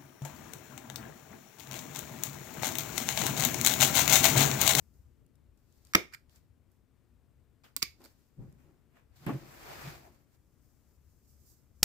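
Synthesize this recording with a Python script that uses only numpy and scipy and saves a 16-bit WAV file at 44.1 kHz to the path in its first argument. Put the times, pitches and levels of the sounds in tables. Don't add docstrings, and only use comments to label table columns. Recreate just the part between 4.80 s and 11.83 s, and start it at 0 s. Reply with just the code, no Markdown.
import sys
import numpy as np
from scipy import signal
from scipy.fft import rfft, irfft
from scipy.io import wavfile
from scipy.ndimage import uniform_filter1d

SR = 44100
rng = np.random.default_rng(int(sys.argv[2]) if len(sys.argv) > 2 else 0)


def waveform_to_disk(signal):
    frames = np.transpose(np.atleast_2d(signal))
    scaled = np.clip(frames, -1, 1) * 32767
    samples = np.round(scaled).astype(np.int16)
    wavfile.write(sys.argv[1], SR, samples)


def undo_db(level):
    steps = np.asarray(level, float) / 20
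    return 10 ** steps


N = 309960


def rms_one(x):
    return x / np.sqrt(np.mean(x ** 2) + 1e-20)


def at_hz(points, hz):
    points = np.array(points)
    return np.interp(np.log(hz), np.log(points[:, 0] + 1e-9), points[:, 1])


def panned(db):
    return undo_db(np.array([db / 2, -db / 2]))


def band(x, low_hz, high_hz):
    sos = signal.butter(2, [low_hz, min(high_hz, .45 * SR)], "band", fs=SR, output="sos")
    return signal.sosfilt(sos, x)


def drift(rate_hz):
    r = np.exp(-80 * np.pi * rate_hz / SR)
    slow = signal.lfilter([1], [1, -2 * r, r * r], rng.standard_normal(N // 40 + 2002))[2000:]
    return np.interp(np.arange(N) / 40, np.arange(len(slow)), rms_one(slow))


def body(x, modes):
    out = 0
    for k, (hz, width_hz, db) in enumerate(modes):
        r = np.exp(-np.pi * max(width_hz, 5) / SR)
        a = [1, -2 * r * np.cos(2 * np.pi * hz / SR), r * r]
        out = out + (-1) ** k * undo_db(db) * signal.lfilter([1 - r, 0, r - 1], a, x)
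    return out


def coloured(white, spectrum):
    hz = np.fft.rfftfreq(white.shape[-1], 1 / SR) + 1
    return rms_one(irfft(rfft(white) * undo_db(at_hz(spectrum, hz)), white.shape[-1]))


def add(out, x, s, lag_s):
    for side, late_s in enumerate((lag_s, 0)):
        i = round((s + late_s) * SR)
        out[side, i:i + x.shape[1]] += x[side, :N - i]


def swells(peak_s, db, rise_s, fall_s):
    late_s = np.arange(0, N + 16, 16) / SR - np.reshape(peak_s, (-1, 1))
    rise_s, fall_s = (np.maximum(np.reshape(v, (-1, 1)), .002) for v in (rise_s, fall_s))
    slope = np.where(late_s < 0, -late_s / rise_s, late_s / fall_s)
    return undo_db(np.reshape(db, (-1, 1)) - 20 * slope)


def summed(gains, pan_db=0.):
    sides = panned(np.zeros(len(gains)) + pan_db)[:, :, None]
    both = np.sqrt(np.sum((gains * sides) ** 2, axis=1))
    return np.array([np.interp(np.arange(N) / 16, np.arange(len(g)), g) for g in both])


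# (frequency [Hz], level [dB per Hz])
LOW = [(15, -27), (30, -8), (60, -6.5), (100, -5.5), (134, -3), (175, -11.5), (250, -9), (330, -13),
       (450, -19), (600, -29), (800, -45.5), (1500, -100)]
# (frequency [Hz], level [dB per Hz])
HISS = [(300, -25), (550, -1), (900, -1), (1250, -4), (2000, -9), (3000, -12.5), (4500, -14.5), (6300, -15),
        (8200, -12.5), (10000, -15.5), (13000, -14), (16000, -15)]
# (frequency [Hz], left-right [dB])
LEAN = [(60, 13.5), (110, 11.5), (200, 8.5), (380, 6), (700, 0.5), (1290, 10.5), (2380, 13.5), (4400, 8.5),
        (8120, 1.5), (15000, -2)]
# (frequency [Hz], likeness [0 to 1])
LIKENESS = [(60, 0.97), (130, 0.35), (290, 0.26), (640, 0.78), (1410, 1), (3100, 0.89), (6820, 0.45),
            (15000, 0.55)]
# (peak time [s], level [dB], rise [s], fall [s])
SHAKES = [(3.59, -53, 0.019, 0.19), (3.7, -68, 0.11, 0.9), (4.475, -64, .015, 0.22), (4.63, -62.5, 0.18, 1),
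          (5.05, -62.5, 0.48, 0.32), (.41, -66.5, 0.04, 0.34)]


def floor():
    hz = np.fft.rfftfreq(N, 1 / SR) + 1
    alike = np.clip(at_hz(LIKENESS, hz), 0, 1)
    mid, side = rfft(rng.standard_normal((2, N)))
    pair = np.sqrt(1 + alike) * mid + np.sqrt(1 - alike) * side * [[1], [-1]]
    pair = pair * panned(at_hz(LEAN, hz))
    low, hiss = (rms_one(irfft(pair * undo_db(at_hz(shape, hz)), N)) for shape in (LOW, HISS))
    shaking = np.hypot(undo_db(-71), summed(swells(*np.transpose(SHAKES))))
    rumble = shaking * undo_db(4.0 + 0.5 * drift(9.9)) * low
    return rumble + undo_db(-84.7 + 4.3 + .5 * drift(3)) * hiss


# (peak time [s], level [dB], rise and fall [s])
HUM = [(0.0, -56, 0.076), (.22, -55.5, 0.29), (.688, -57.5, 0.17), (1.08, -63, 0.43), (1.42, -67.5, 0.25),
       (1.7, -63, 0.47), (2.33, -63.5, 0.3), (2.58, -63, 0.29), (3.08, -59.5, .15), (3.33, -71.5, 0.38),
       (3.879, -67.5, 0.29), (4.324, -61.5, 0.19), (5.1, -55.5, 0.32), (5.63, -62, 0.1), (5.82, -67, 0.19),
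       (6.268, -61.5, 0.46), (6.588, -59.5, .25), (7.029, -58.5, 0.31)]
# (frequency [Hz], width [Hz], level [dB])
HUM_MODE = [(66.5, 32, 0)]


def hum():
    white = rng.standard_normal((3, N))
    tone = body(body(white[0] + .5 * white[1:], HUM_MODE), HUM_MODE)
    strength = np.sqrt(uniform_filter1d(tone ** 2, size=4000) + 0.073 * np.mean(tone ** 2))
    s, db, width_s = np.transpose(HUM)
    level = np.hypot(summed(swells(s, db, width_s, width_s)), undo_db(-79))
    return level * undo_db(-1.5) * tone / strength * panned(7)[:, None]


# (time [s], pressure as bark level [dB])
HAUL = [
    [(4.462, -66), (4.474, -65), (4.6, -70), (4.74, -67), (4.9, -59.5), (5.08, -58), (5.15, -62.5),
     (5.2, -71), (5.45, -92)],
]
HAUL_MEAN_DB = -59


def hauled(db, follows):
    t, pressure_db = np.arange(N) / SR, np.full(N, -300.)
    for rows in HAUL:
        s, db_then = np.transpose(rows)
        on = (t > s[0] - .001) & (t < s[-1] + .001)
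        pressure_db[on] = np.interp(t[on], s, db_then)
    pressure_db = uniform_filter1d(pressure_db, size=64)
    return undo_db(db + np.where(pressure_db > -100, follows, 1) * (pressure_db - HAUL_MEAN_DB))


# (frequency [Hz], level [dB per Hz])
DRAG = [(180, -70.5), (300, -23), (337, 12), (527, -1.5), (722, -2), (910, -4), (1330, -4), (2190, -5.5),
        (2500, -5), (2810, -6.5), (4850, -6.5), (7400, -23), (9500, -40.5), (11900, -37), (14500, -35)]


def grit(per_s, size_db):
    born = rng.random((2, N)) < per_s * undo_db(4 * drift(25)) / SR
    sizes = undo_db(size_db * np.minimum(rng.exponential(1, (2, N)), 4)) * rng.choice([-1, 1], (2, N))
    return coloured(rms_one(born * sizes) + 0.97 * rng.standard_normal((2, N)), DRAG)


# (peak time [s], bark level [dB], rise [s], fall [s], wood over bark [dB])
BRUSH = [(.778, -92, .012, 0.27, 0), (.952, -83.5, 0.2, 0.26, -6.5), (1.05, -81.5, .006, 0.32, 2),
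         (1.123, -78.5, 0.27, 0.0055, -12), (1.51, -78.5, 0.029, 0.17, -4.5),
         (1.565, -74, 0.053, 0.053, -4), (2.841, -69.5, 0.004, 0.088, 4.5), (3.205, -85, 0.011, 0.33, 3),
         (3.269, -70.5, 0.12, .09, -3), (3.416, -85, 0.42, 0.28, -9), (3.63, -85, 0.11, 0.26, 5),
         (3.84, -89.5, 0.31, 0.35, 8.5), (4.169, -83.5, 0.053, 0.088, 14.5), (4.363, -72, 0.017, 0.59, -6),
         (4.456, -68.5, 0.12, 0.017, 4), (4.468, -67, .005, 0.096, 20), (5.55, -83.5, 0.15, .05, 0)]
# (peak time [s], level [dB], rise [s], fall [s], left-right [dB])
RUSTLES = [(.008, -78.5, 0.08, 0.3, 3.5), (.14, -81, 0.041, 0.37, -0.2), (1.92, -85, 0.02, .12, -7),
           (5.662, -86.5, 0.66, 0.29, -3.5), (5.86, -80, 0.24, .45, 2.5), (6.14, -81, 0.64, .2, 2.5),
           (6.33, -80, 0.36, 0.67, 3.5), (6.505, -74, 0.13, 0.15, -4), (6.7, -67.5, 0.2, 0.17, -4),
           (7.029, -78.5, 0.29, 0.11, -0.5)]
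# (peak time [s], level [dB], rise [s], fall [s])
CHATTER = [(4.882, -50.5, .012, .04), (4.905, -49, 0.034, .03), (4.935, -55, .03, .02),
           (5.269, -61.5, 0.12, 0.038)]
# (frequency [Hz], width [Hz], level [dB])
CHATTER_MODES = [(710, 130, 12), (590, 100, -11.5)]
# (lowest [Hz], highest [Hz])
RUB_EDGES = [(450, 3000), (3000, 12000), (8500, 17000), (8500, 17000)]
RUB_TRIM_DB = [5, 1, 7]


def brushing():
    coarse, fine = grit(per_s=2000.0, size_db=2.5), grit(per_s=13000.0, size_db=1.5)
    layers = []
    for rub, edges, trim_db in zip((coarse, fine, coarse, fine), RUB_EDGES, [*RUB_TRIM_DB, 4]):
        layers.append(undo_db(trim_db) * rms_one(band(band(rub, *edges), *edges)))
    wood, bark, root, lone = layers
    s, db, rise_s, fall_s, woody_db = np.transpose(BRUSH)
    root_db = -77 + .7 * (db + 75)
    wood_gain = np.hypot(summed(swells(s, db + woody_db, rise_s, fall_s)), hauled(-54.5, .99))
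    bark_gain = np.hypot(summed(swells(s, db, rise_s, fall_s)), hauled(HAUL_MEAN_DB, 0.93))
    root_gain = np.hypot(summed(swells(s, root_db, rise_s, fall_s)), hauled(HAUL_MEAN_DB - 4, 0.8))
    out = wood_gain * wood + bark_gain * bark + root_gain * root
    out = out + summed(swells(*np.transpose(CHATTER))) * rms_one(body(wood, CHATTER_MODES))
    *shape, pan_db = np.transpose(RUSTLES)
    rustle = summed(swells(*shape), pan_db) * lone
    return undo_db(0.3 * drift(36)) * (out * panned(1.5)[:, None] + rustle)


# (peak time [s], deep panel [dB], upper panels [dB], rise [s], fall [s])
BOOM = [(3.206, -68, -55, 0.0081, 0.097), (3.25, -72.5, -54, 0.072, 0.043), (3.591, -38, -64, 0.014, 0.15),
        (3.62, -57.5, -56, .05, 0.11), (3.67, -48, -61, 0.052, 0.039), (3.89, -66, -63, 0.11, .13),
        (4.44, -49, -55.5, 0.056, .1), (4.468, -27, -30, 0.0037, 0.1), (4.495, -38, -25.5, 0.012, 0.049),
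        (4.551, -32.5, -40.5, 0.069, 0.037), (4.63, -50.5, -51.5, 0.02, 0.11),
        (4.914, -52.5, -66, 0.091, 0.085), (5.08, -40.5, -54, 0.069, 0.078), (5.18, -60, -72, 0.034, 0.12),
        (5.29, -66, -58, 0.15, 0.092)]
# (frequency [Hz], width [Hz], level [dB])
DEEP_PANEL = [(134, 11.3, 6), (180, 99, -11)]
# (frequency [Hz], width [Hz], level [dB])
UPPER_PANELS = [(257, 103, -5.5), (346.3, 33.3, 1), (423, 34, -13.5), (551.3, 10.3, -5), (710, 650, -18)]


def box_boom():
    s, deep_db, upper_db, rise_s, fall_s = np.transpose(BOOM)
    dragged = hauled(-59.5, follows=.49)
    out = 0
    for modes, db, drag in ((DEEP_PANEL, deep_db, 0), (UPPER_PANELS, upper_db, dragged)):
        white = rng.standard_normal((3, N))
        panel = band(body(white[0] + 0.51 * white[1:], modes), 72, 950)
        level = np.hypot(summed(swells(s, db, rise_s, fall_s)), drag)
        out = out + undo_db(-3.0) * level * rms_one(panel)
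    return out * panned(1.0)[:, None]


# (time [s], peak level [dB], pitch [Hz], left-right [dB])
TICKS = [(0.1402, -69, 6100, 9), (0.4644, -64.5, 10000, 4), (0.555, -63.5, 8220, 10),
         (0.775, -66, 7860, 3.0), (0.925, -65.5, 6800, 16), (1.05, -50, 7140, 11), (1.07, -54.5, 5400, -3),
         (1.4956, -56, 4010, -4), (1.5597, -53.5, 6900, -2), (1.9166, -68, 11890, -15),
         (3.2037, -61, 12800, 2.5), (3.218, -54, 4855, -5), (3.726, -60.5, 9440, -2)]


def ticks():
    out, t = np.zeros((2, N)), np.arange(400) / SR
    for s, db, hz, pan_db in TICKS:
        click = rng.standard_normal((2, len(t))) * undo_db(-60 * t / 0.0098)
        tick = body(click, [(hz, .5 * hz, 0)]) + 0.16 * band(click, 3600, 13000)
        add(out, undo_db(db + 3.0) * tick / np.abs(tick).max() * panned(pan_db)[:, None], s, 0)
    return out


# (time [s], peak level [dB], time to fade 60 dB [s], left-right [dB])
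KNOCKS = [(1.1496, -17, 0.05, -3.5), (2.9655, -52, 0.076, 0.1), (3.026, -38, 0.039, 5.5)]
# (frequency [Hz], level [dB per Hz])
KNOCK = [(25, -55), (50, -18), (80, -4), (125, -1), (180, -4), (330, 0), (470, -19), (590, -12), (780, -26),
         (2500, -90)]


def knocks():
    out, t = np.zeros((2, N)), np.arange(SR // 3) / SR
    for s, db, t60_s, pan_db in KNOCKS:
        white = rng.standard_normal((3, len(t)))
        thud = coloured(white[0] + 0.095 * white[1:], KNOCK)
        thud = thud * undo_db(-60 * t / t60_s) * (1 - np.exp(-t / 0.0039))
        add(out, undo_db(db) * thud / np.abs(thud).max() * panned(pan_db)[:, None], s, 0)
    return out


# (time [s], frequency [Hz], width [Hz], level [dB], fall by 20 dB [s], held within 0.005
RINGS = [(1.156, 1230, 120, -46.5, 0.1), (1.156, 2160, 200, -44.5, -1.5), (1.156, 2390, 59.9, -48.5, 0.3),
         (1.156, 3450, 160, -52, 6), (1.152, 93, 40, -40.5, 1), (1.152, 380, 90, -30.5, 0.1),
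         (1.156, 4502, 120, -51.5, 0.7), (1.315, 2330, 149.6, -62, -1.5), (1.316, 1300, 200.4, -62, .05),
         (2.842, 3120, 300, -61, .04), (1.156, 5450, 400, -46, 0), (2.84, 5000, 900, -63.5, 0),
         (3.03, 2210, 90, -44, -0.5), (3.03, 5170, 299, -56.5, 7), (3.022, 2240, 150, -40, 0.3),
         (3.025, 4750, 350, -30.5, -0.33), (3.203, 798, 498, -60.5, 0.5), (3.243, 2250, 253, -58.5, -0.1),
         (3.243, 5000, 499, -52.5, -1.2), (4.47, 590, 100, -42, -2), (4.48, 200, 50, -38, -4),
         (4.92, 2600, 200, -58, .06), (5.04, 2510, 200, -55, .06), (5.07, 1340, 120, -50, .05),
         (4.469, 960, 200, -44, -1.5), (4.47, 85, 30, -48, .1)]


def rings():
    out, t = np.zeros((2, N)), np.arange(SR // 4) / SR
    for s, hz, width_hz, db, fall_s in RINGS:
        white = rng.standard_normal((3, len(t)))
        tone = rms_one(body(white[0] + 0.98 * white[1:], [(hz, width_hz, 0)]))
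        fade = undo_db(db - 20 * t / np.clip(fall_s, .005, .065)) * (1 - np.exp(-t / .003))
        add(out, fade * tone, s, 0)
    return out


# (frequency [Hz], width [Hz], level [dB])
BRIGHT = [(8555, 1200, -7), (10900, 1800, -4), (12800, 5000, 0), (14400, 3100, -3), (15300, 2200, -7.5)]
# (lowest [Hz], highest [Hz])
PART_EDGES = [(1050, 2700), (3000, 7500), (7500, 16500)]
# (frequency [Hz], width [Hz], level [dB])
BLADE = [(3600, 1100, -9), (4750, 650, 1), (5400, 280, -3), (6900, 300, -4), (8373, 600, -14.5)]


def pruner(size, fade, alike, fill_db, strike, stem, blade=BLADE, pitch=1):
    parts = []
    for modes, edges in zip((stem, np.array(blade) * [pitch, 1, 1], BRIGHT), PART_EDGES):
        fibres = rng.standard_normal((2, 3, size)) * undo_db(2.0 * rng.standard_normal(size)) * fade
        blow = strike * (np.arange(size) == 0)
        ringing, crack = alike * fibres[:, :1] + fibres[:, 1:] + blow
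        part = rms_one(body(ringing, modes)) + undo_db(fill_db) * rms_one(band(crack, *edges))
        lowest_hz = .85 * edges[0]
        parts.append(rms_one(band(band(part, lowest_hz, 17000), lowest_hz, 19000)))
    return parts


# (peak time [s], stem [dB], blade [dB], bright [dB], left-right [dB])
OPENING = [(1.327, -66, -68.5, -71, 3.5), (1.338, -52, -57, -66, -11), (1.343, -56, -58, -59, 1),
           (1.348, -48.5, -55, -58.5, -3.5), (3.242, -71, -64.5, -64, -3), (3.251, -68, -63, -63, -8),
           (3.259, -66, -65, -69, -6)]
# (frequency [Hz], width [Hz], level [dB])
HINGE = [(1250, 140, -2), (1510, 340, 2), (2330, 150, 3.5), (1900, 460, -18)]


def opening():
    parts = pruner(N, 1, alike=0.46, fill_db=-7.0, strike=0, stem=HINGE)
    s, *levels_db, pan_db = np.transpose(OPENING)
    slide = swells(s, 7.2, rise_s=0.0053, fall_s=0.0054)
    settle = swells(s, -13.5, rise_s=0.0053, fall_s=0.07)
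    out = 0
    for db, part in zip(levels_db, parts):
        out = out + summed((slide + settle) * undo_db(db)[:, None], pan_db) * part
    return out


# (time [s], stem [dB], blade ring [dB], bright crack [dB], length [ms])
SNAPS = [(1.1359, -27, -26.5, -36, 1.3), (1.141, -44, -36, -41.5, 1.6), (1.1489, -8, -11.5, -20, 2.7),
         (1.1522, -3.5, 0, -6.5, 1.0), (1.1544, -17, -23, -35, 6.5), (2.836, -59, -58.5, -76, 26.2),
         (2.9647, -35, -21, -12.5, .75), (2.9665, -34.5, -38.5, -36.5, 8.5),
         (2.9703, -49, -31.5, -43.5, 2.297), (3.0200, -32, -38.5, -44, 13), (3.0227, -37.5, -27, -30, 6),
         (3.0266, -23.5, -10, -21, 2.3), (3.0281, -25, -20, -19, 8.5), (4.4656, -36.5, -52, -34, 5.8)]
# (time [s], left-right [dB], blade pitch [share of the usual])
PRUNER_SIDE = [(1.15, -2, 1.001), (2.84, 3.5, .98), (2.96, -6.5, 1.04), (3.03, -4.5, 0.99), (4.47, 7, 1.09)]
# (frequency [Hz], width [Hz], level [dB])
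STEM = [(1235, 170, -1), (1620, 250, 0.5), (1800, 350, -3), (2305.5, 250, -.5)]
# (frequency [Hz], width [Hz], level [dB])
THIN_STEM = [(1196.4, 200, -4), (1600, 300, -12.5), (2250, 220, -0.5), (2600, 300, -9.5)]
# (frequency [Hz], width [Hz], level [dB])
THICK_BLADE = [(3670, 400, -6), (4230, 400, -9.5), (5450, 1500, -0.5), (6120, 630, -5.5),
               (8900, 940, -11.5)]


def snaps():
    out, t = np.zeros((2, N)), np.arange(1800) / SR
    held_s, held_pan_db, held_pitch = np.transpose(PRUNER_SIDE)
    lags_s = .00017, .00036, .00036
    for s, *levels_db, ms in SNAPS:
        pan_db, pitch = np.interp(s, held_s, held_pan_db), np.interp(s, held_s, held_pitch)
        stem = THIN_STEM if 2 < s < 4 else STEM
        blade = THICK_BLADE if s < 2 else BLADE
        fade = undo_db(-20 * t / (max(ms, .3) / 1000))
        parts = pruner(len(t), fade, alike=1, fill_db=-4.5, strike=8.5, stem=stem, blade=blade, pitch=pitch)
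        for db, part, lag_s, lean_db in zip(levels_db, parts, lags_s, (0, 0, -4)):
            burst = undo_db(db) * part / np.abs(part).max() * panned(pan_db + lean_db)[:, None]
            add(out, burst, s, lag_s * np.sign(-pan_db))
    return out


# (frequency [Hz], time [s])
ROOM_T60 = [(200, .28), (600, .25), (1500, .225), (4000, .2), (10000, .185)]
# (frequency [Hz], level [dB])
ROOM_LEVEL = [(200, -6.5), (600, -4), (1500, -5.5), (3000, 1.5), (6000, -4), (10000, -2), (15000, -3)]


def workshop(x):
    t, edges = np.arange(SR // 2) / SR, 100 * 2 ** np.arange(0, 7.6, 1 / 3)
    white, echo = rng.standard_normal((2, 2, len(t))), 0
    late_tail = undo_db(-22 - 60 * t / .42)
    for k, (low_hz, high_hz) in enumerate(zip(edges, edges[1:])):
        hz = np.sqrt(low_hz * high_hz)
        fade = undo_db(-60 * t / at_hz(ROOM_T60, hz)) + late_tail
        echo = echo + band(white[k % 2], low_hz, high_hz) * undo_db(at_hz(ROOM_LEVEL, hz)) * fade
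    echo = echo * np.clip((t - .001) / .004, 0, 1)
    return signal.fftconvolve(x, echo / np.sqrt(np.sum(echo ** 2) / 2), axes=1)[:, :N]


def scene():
    background = floor() + hum()
    soft = brushing() + box_boom() + rings() + opening()
    sharp = ticks() + knocks() + snaps()
    return background + soft + sharp + undo_db(-16) * workshop(sharp)


def low_pass(x):
    return signal.sosfilt(signal.butter(12, 17150, fs=SR, output="sos"), x)


def record(dry):
    dry = dry / (1 + (dry / 1.05) ** 4) ** .25
    low, top = (signal.sosfilt(signal.ellip(10, .5, 70, 15550, kind, fs=SR, output="sos"), dry)
                for kind in ("low", "high"))
    top = signal.sosfilt(signal.ellip(8, .5, 60, 16900, fs=SR, output="sos"), top)
    gate = np.clip(uniform_filter1d(np.abs(top), size=90) / .002 - 1, 0, 1)
    return low_pass(low + gate * top)


dry = scene()
out = record(dry)
waveform_to_disk(out)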